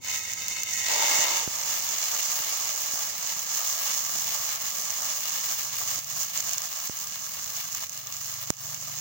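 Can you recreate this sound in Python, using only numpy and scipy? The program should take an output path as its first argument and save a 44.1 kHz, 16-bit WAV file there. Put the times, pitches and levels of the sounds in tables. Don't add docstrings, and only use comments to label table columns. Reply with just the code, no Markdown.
import sys
import numpy as np
from scipy import signal
from scipy.fft import rfft, irfft
from scipy.io import wavfile
from scipy.ndimage import uniform_filter1d

SR = 44100
rng = np.random.default_rng(int(sys.argv[2]) if len(sys.argv) > 2 else 0)


def voltage_ratio(decibels):
    exponent = np.asarray(decibels, float) / 20
    return 10 ** exponent


def master(y):
    cut = np.clip(np.atleast_2d(y).T, -1, 1)
    pcm = np.round(cut * 32767)
    wavfile.write(sys.argv[1], SR, pcm.astype(np.int16))


N = 397202
T = np.arange(N) / SR

# pitch_hz, level_db (per Hz)
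ROOM_RUMBLE = [(15, -42), (25, -21), (43, -7), (113, 3.5), (205, 3), (303, -7.5), (394, -9), (452, -14.5),
               (500, -1), (650, -43), (1100, -120)]
# start_s, firing_hz, level_db
MOTORBIKE = [(0, 17.7, -64.5), (4.1, 21.6, -80), (4.4, 23, -62), (4.75, 23, -78), (5.9, 21.3, -60.5),
             (6.1, 25, -60.5), (6.6, 22, -62), (6.75, 20.7, -73), (7.5, 21.7, -64.5), (8, 24, -63.5),
             (8.6, 22, -52.5), (8.78, 25, -58), (9.01, 24.8, -54)]
# multiple of the firing rate, level_db
MOTORBIKE_TONES = [(4, -6.5), (5, 0), (6, 1.5), (8, -11)]
# pitch_hz, level_db
LEFT_COLOUR = [(200, -12.5), (320, -19.5), (480, -15.5), (650, -6), (1000, -15.5), (1300, -3.5),
               (1800, -3.5), (2500, -1), (4000, -2.5), (6500, -1), (7600, -9.5), (10300, -14),
               (12400, -7.5), (13900, -6)]
RIGHT_COLOUR = [(200, -31), (430, -17.5), (620, -13.5), (1500, -10), (2600, -4), (3500, -12), (5000, 1),
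                (6600, 14), (7500, 6.5), (8300, -5.5), (10500, -10.5), (13700, -11)]
# pitch_hz, left_db, right_db
PORT_PEAK = [(14250, 1, 4), (14650, 10, 14)]
# pitch_hz, width_hz, level_db (re the direct sound)
BOWL_AIR = [(406.7, 24, 3), (835, 40, -1), (1215, 45, -3), (2760, 40, -4)]
PAN_PITCHES = [1017, 1287, 2094, 2160, 2538, 2640, 2783, 3030, 3690, 3822, 4265, 4543, 4920, 5480, 5740,
               5890, 7070]
# level_db, fade_60db_s
PAN_RINGS = [(-11, 0.21), (-7.5, 0.15), (-7, 0.11), (6, 0.037), (-4, 0.24), (-6, 0.24), (-3.5, .06),
             (-5, 0.11), (-0.5, 0.051), (-10, 0.088), (-3, 0.075), (-11, 0.16), (-5.5, 0.16), (-4, 0.068),
             (-5, 0.055), (-29, 0.08), (-29, 0.045)]
# start_s, level_db
HUM_BLOWS = [(.08, -43), (.17, -45), (.29, -42), (.44, -53), (.56, -50), (1.22, -46)]
# start_s, level_db
CUP_LEVEL = [
    (.871, -66),
    (.885, -42.5),
    (.97, -37.5),
    (1.2, -38),
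    (1.41, -43.5),
    (1.47, -52),
    (5.3, -63),
    (5.9, -62),
    (6.1, -90),
]
# pitch_hz, width_hz, level_db
CUP_AIR = [(590, 70, -5), (925, 110, 0), (2290, 30, -9), (2670, 90, -5)]
# start_s, push_db, crack_db (re push)
SPAT_DROPLETS = [(1.075, -36, -21), (1.19, -23, -21), (1.4768, -13, -15), (1.897, -34, -18),
                 (2.403, -28, -21), (2.522, -34, -21), (2.61, -34, -17), (2.937, -26, -19),
                 (4.159, -29, -21), (4.639, -33, -21), (4.713, -37, -21), (5.675, -41, -21),
                 (5.987, -27, -20), (6.897, -17, -19), (8.504, -6, 5)]
# start_s, right_peak_db, left_db (re right)
BIG_POPS = [(0.3352, -11.5, -12), (0.4829, -7.5, -9), (0.588, -31, -19), (0.634, -7.5, -9),
            (0.738, -10, -22), (0.8, -26, -27), (0.885, -8, -15), (1.4041, -13, -16), (1.6611, -22, -14),
            (3.0398, -24, -15), (6.389, -13, -16), (4.3211, -26, -34), (4.9052, -7.5, -18),
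            (5.0537, -20, 1), (5.102, -12, -21), (6.2313, -11, -6), (6.376, -6, -21), (6.4046, -3, -24),
            (6.494, -8, -18), (6.5126, -12, -7), (6.534, -6.5, -13), (6.582, -4, -16), (6.6195, -8.5, -14),
            (7.4432, -12, -22), (7.5223, -20, -14), (7.7486, -11, -12), (7.8953, -13, -20),
            (8.1251, -13.5, -9), (8.34, -16, -9), (8.7452, -14, -8)]
# low_hz, high_hz
BUBBLE_RANGES = [
    (4500, 9000),
    (220, 1400),
    (1400, 4500),
    (9000, 17500),
]
# start_s, fizz_db
VIGOUR_CURVE = [(0.0, -71), (0.02, -46), (0.05, -36), (0.15, -30.5), (0.5, -34.5), (0.85, -28.5),
                (1.18, -25), (1.39, -26.5), (1.49, -34.5), (1.7, -29), (2.2, -30), (3.3, -32.5), (3.7, -30),
                (5.4, -31.5), (6.5, -32), (7.1, -37.5), (7.8, -36.5), (9.01, -38)]
# start_s, sag_db, refill_s
VENT_LULLS = [(.19, 7.5, 0.12), (.345, 8, 0.05), (.52, 4, 0.21), (.64, 10, 0.017), (.745, 6, 0.023),
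              (.81, 4.5, 0.036), (1.62, 1, .05), (1.782, 2.5, 0.21), (2.5, 0, 0.18), (2.74, 4.5, 0.036),
              (3.11, 6, 0.042), (3.32, 2.5, 0.08), (3.41, 4, .15), (4.01, 3, 0.19), (4.36, 2.5, 0.12),
              (4.565, 6.5, 0.092), (4.7, 4, 0.19), (4.96, 1.5, 0.075), (5.128, 2, 0.21), (5.611, 4.5, 0.19),
              (5.997, 11, 0.12), (6.266, 6, .06), (6.67, 2.5, 0.05), (6.88, 3.5, 0.13), (7.181, 5, 0.034),
              (7.4, -0.5, .04), (7.63, 0, 0.048), (7.858, 5, 0.38), (8.66, -0.5, 0.059),
              (8.755, 3.5, 0.072)]
# start_s, bare_share (0-1)
BARE_PAN = [(0, 0.4), (.82, 0.9), (.9, 0.1), (1.4, 0.4), (1.5, 0)]
# pitch_hz, level_db
ECHO_GAPS = [(500, -5), (1700, -6), (2100, 0), (2450, -9), (2800, -1), (3250, -9), (3650, 1), (4050, -8),
             (4550, 0), (5200, -6), (5700, 1), (9000, 0)]

LANDS_S, LANDING_S = 0.75, 0.21
LIFTS_S, LIFTING_S = 1.41, 0.07
CALM_START_S, CALM_END_S = 0.57, 4.9


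def curve(table, column=1):
    rows = np.array(table)
    return np.interp(T, rows[:, 0], rows[:, column])


def rise(start_s, length_s):
    return np.clip((T - start_s) / length_s, 0, 1)


def unit(x):
    return x / np.sqrt(np.mean(np.mean(np.atleast_2d(x), axis=0) ** 2))


def colour(x, points):
    hz, db = np.transpose(points)
    grid_hz = np.maximum(np.fft.rfftfreq(4096, 1 / SR), 1)
    log_gain = np.interp(np.log(grid_hz), np.log(hz), db) * np.log(10) / 20
    cepstrum = irfft(log_gain)
    cepstrum[1:2048] *= 2
    cepstrum[2049:] = 0
    response = irfft(np.exp(rfft(cepstrum)))
    return signal.oaconvolve(x, response)[:N]


def band(x, edges_hz, order=3):
    return signal.sosfilt(signal.butter(order, edges_hz, "band", fs=SR, output="sos"), x)


def ring(x, hz, t60_s):
    pole = np.exp(2j * np.pi * hz / SR - np.log(1000) / (t60_s * SR))
    return signal.lfilter([1], [1, -pole], x).imag


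def air_ring(x, hz, width_hz):
    return ring(x, hz, np.log(1000) / (np.pi * width_hz))


def fade(x, tau_s):
    return signal.lfilter([1], [1, -np.exp(-1 / (tau_s * SR))], x)


def late(x, delay_s):
    return np.roll(x, int(delay_s * SR))


def clicks(times_s, sizes):
    return np.bincount((np.asarray(times_s) * SR).astype(int), sizes, N)[:N]


def walk(rate_hz):
    hold = int(SR / rate_hz)
    held = np.repeat(rng.standard_normal(N // hold + 1), hold)
    return unit(uniform_filter1d(held, hold)[:N])


def way_left(x, wander):
    direct = late(x, 0.001 + 0.0001 * wander)
    off_wall = fade(late(direct, 0.001745), 0.00004)
    tail = rng.standard_normal(400) * np.exp(-np.arange(400) / (0.0038 * SR))
    scattered = signal.oaconvolve(direct, tail / np.linalg.norm(tail))[:N]
    return direct + 0.36 * off_wall / 2 + voltage_ratio(-4) * scattered


def port(x, points, side):
    last_db = points[-1][1]
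    peak = [(row[0], last_db + row[1 + side]) for row in PORT_PEAK]
    return colour(x, list(points) + peak)


def ports(spots):
    wanders = np.linspace(-1, 1, len(spots)) * (len(spots) > 1)
    left = sum(way_left(x, wander) for x, wander in zip(spots, wanders))
    bowl = 0
    for k, (hz, width_hz, db) in enumerate(BOWL_AIR):
        gain = (-1) ** k * voltage_ratio(db) * 2 * np.pi * width_hz / SR
        bowl = bowl + gain * air_ring(left, hz, width_hz)
    return np.array([port(left + bowl, LEFT_COLOUR, side=0), port(sum(spots), RIGHT_COLOUR, side=1)])


def lulls():
    t = T[::64]
    sag_db = 0
    for start_s, db, refill_s in VENT_LULLS:
        shutting = np.clip((t - start_s) / 0.034 + 0.5, 0, 1)
        refilling = np.exp(-(np.maximum(t - start_s, 0) / refill_s) ** 2)
        sag_db = sag_db + db * shutting * refilling
    return np.interp(T, t, sag_db)


def kitchen():
    shared, left, right = rng.standard_normal((3, N))
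    rumble = unit(np.array([colour(0.097 * shared + own, ROOM_RUMBLE) for own in (left, right)]))
    turns = np.cumsum(curve(MOTORBIKE) * (1 + 0.0171 * walk(10))) / SR
    bike = 0
    for multiple, db in MOTORBIKE_TONES:
        bike = bike + voltage_ratio(db + 2.4 * walk(8)) * np.sin(2 * np.pi * multiple * turns)
    low = voltage_ratio(-63 + 2 * walk(3.02)) * rumble + voltage_ratio(curve(MOTORBIKE, column=2)) * bike
    side_db = np.array([[4.75], [-4.75]])
    return low * voltage_ratio(side_db - 0.4 * lulls())


def hum_level():
    rise_s, fall_db_s = 0.03, 183
    level = 0
    for hit_s, db in HUM_BLOWS:
        dying = voltage_ratio(db - fall_db_s * np.maximum(T - hit_s, 0))
        level = level + dying * rise(hit_s - rise_s, rise_s)
    held_from_s, held_to_s, held_db = 0.744, 1.23, -41.5
    held = voltage_ratio(held_db - fall_db_s * np.maximum(T - held_to_s, 0))
    return level + held * rise(held_from_s - rise_s, rise_s)


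def pan(spots):
    drive = band(np.array([sum(spots[::2]), sum(spots[1:])]), (350, 12000))
    metal = 0
    for hz, (db, t60_s) in zip(PAN_PITCHES, PAN_RINGS):
        metal = metal + voltage_ratio(db) * unit(ring(drive, hz, t60_s))
    hum = ring(drive[0], 1914, 0.8)
    hum = hum / (np.abs(signal.hilbert(hum)) + 0.33 * hum.std())
    cup = sum(voltage_ratio(db) * unit(air_ring(drive, hz, width_hz)) for hz, width_hz, db in CUP_AIR)

    ring_db = curve(VIGOUR_CURVE) - 0.64 * lulls() - 15
    ring_db = ring_db - 2 * rise(LANDS_S - 0.15, 0.17) - 25 * rise(LIFTS_S, LIFTING_S)
    damped_db = -60 * np.maximum(T - 1.3, 0)
    ringing = voltage_ratio(damped_db) * (voltage_ratio(ring_db) * metal + voltage_ratio(4.5) * hum_level() * hum)
    cupped = voltage_ratio(curve(CUP_LEVEL)) * np.array([late(cup[0], 0.001), cup[1]])
    return (ringing + cupped) * voltage_ratio(np.array([[3.0], [-5.0]]))


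def puffs():
    hit_s, db, crack_db = np.transpose(SPAT_DROPLETS)
    push = -fade(uniform_filter1d(clicks(hit_s, voltage_ratio(db)), size=8), 0.001)
    swing = signal.sosfilt(signal.butter(2, 85, "high", fs=SR, output="sos"), push)
    splat_power = fade(clicks(hit_s - 0.0004, voltage_ratio(2 * (db + crack_db))), 0.0002)
    splat = np.sqrt(splat_power) * rng.standard_normal(N)
    left, right = ports([splat])
    crack = voltage_ratio(db + crack_db)
    snap = clicks(hit_s - 0.00032, crack) - clicks(hit_s - 0.000275, crack)
    right = voltage_ratio(-7) * right + voltage_ratio(-10) * splat + voltage_ratio(-5) * snap
    return np.array([voltage_ratio(-18) * left + 0.024 * swing, right + swing])


def pops():
    pop_s, db, left_db = np.transpose(BIG_POPS)
    gap, size, side = rng.random((400, 3)).T
    spits_due = np.cumsum(12 * (1 + 1.2 * rise(CALM_END_S, 1))) / SR
    spit_s = np.interp(np.cumsum(-np.log(gap)), spits_due, T)
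    keep = spit_s < T[-1]
    spit_db = np.interp(spit_s, T, curve(VIGOUR_CURVE) - lulls()) + 14.5 - 5 * np.log(size)
    pop_s = np.r_[pop_s, spit_s[keep]]
    db = np.minimum(np.r_[db, np.minimum(spit_db, -15)[keep]], -6)
    left_db = np.r_[left_db, -11.5 + 8 * (side[keep] - 0.5)]
    left = ports([-clicks(pop_s, voltage_ratio(db + left_db + 16))])[0]
    right = port(clicks(pop_s, voltage_ratio(db + 7.5)), RIGHT_COLOUR, side=1)
    return band(np.array([left, right]), (2000, 19000), order=1)


def steam():
    bursts_per_s, vents_per_s = 300, 12
    shut = rng.random(N) < vents_per_s / SR
    calm = rise(CALM_START_S, 0.2) - rise(CALM_END_S, 0.51)
    uneven = 1 - (1 - 0.26) * calm
    vent_db = walk(45) - 0.9 * fade(shut * rng.exponential(size=N), 0.025)
    vent = voltage_ratio(uneven * vent_db)
    spots = []
    for chance in rng.random((6, 12000, 3)):
        times_s = np.cumsum(-np.log(chance[:, 0])) / bursts_per_s
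        sizes = voltage_ratio(np.minimum(-4 * np.log(chance[:, 1]), 15)) * np.sign(chance[:, 2] - 0.7)
        keep = times_s < N / SR
        bursts = clicks(times_s[keep], sizes[keep])
        spots.append(vent * (unit(bursts) + rng.standard_normal(N)))
    return spots


def frying(fizz):
    bare = np.clip(curve(BARE_PAN), 0, 1)
    gappy = np.array([colour(side, ECHO_GAPS) for side in fizz])
    fizz = (1 - bare) * fizz + bare * gappy
    landed, lifted = rise(LANDS_S, LANDING_S), rise(LIFTS_S, LIFTING_S)
    wet = np.exp(-np.maximum(T - LIFTS_S, 0) / 1.8)
    sag_db = lulls()
    sag_share = (0.86, 1, 0.83, 0.85)
    drip_db, pour_db = (-30, -7, -7), (-12.5, -5.5, -7)
    spread_db, wet_db = (-13.5, -8.5, -1.5), (-2, 0.5, -3)
    out = 0
    for k, edges_hz in enumerate(BUBBLE_RANGES):
        db = curve(VIGOUR_CURVE) - sag_share[k] * sag_db + 0.89 * walk(25)
        if k > 0:
            drip, pour = drip_db[k - 1], pour_db[k - 1]
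            spread = spread_db[k - 1] + wet_db[k - 1] * wet
            db = db + drip + landed * (pour - drip) + lifted * (spread - pour)
        out = out + voltage_ratio(db) * unit(band(fizz, edges_hz))
    return out


def scene():
    spots = steam()
    return kitchen() + pan(spots) + puffs() + pops() + frying(ports(spots))


def roll_off(x):
    return signal.sosfilt(signal.butter(12, 17020, fs=SR, output="sos"), x)


def record(dry):
    too_loud = np.maximum(np.abs(dry).max(axis=0) - 0.5, 0)
    duck_db = -np.minimum(late(fade(too_loud, 0.047), 0.0035) * 12, 10)
    top_cut = signal.ellip(10, 0.3, 70, 15950, fs=SR, output="sos")
    mix = np.clip(signal.sosfilt(top_cut, dry * voltage_ratio(duck_db)), -0.84, 0.84)
    return roll_off(mix)


dry = scene()
out = record(dry)
master(out)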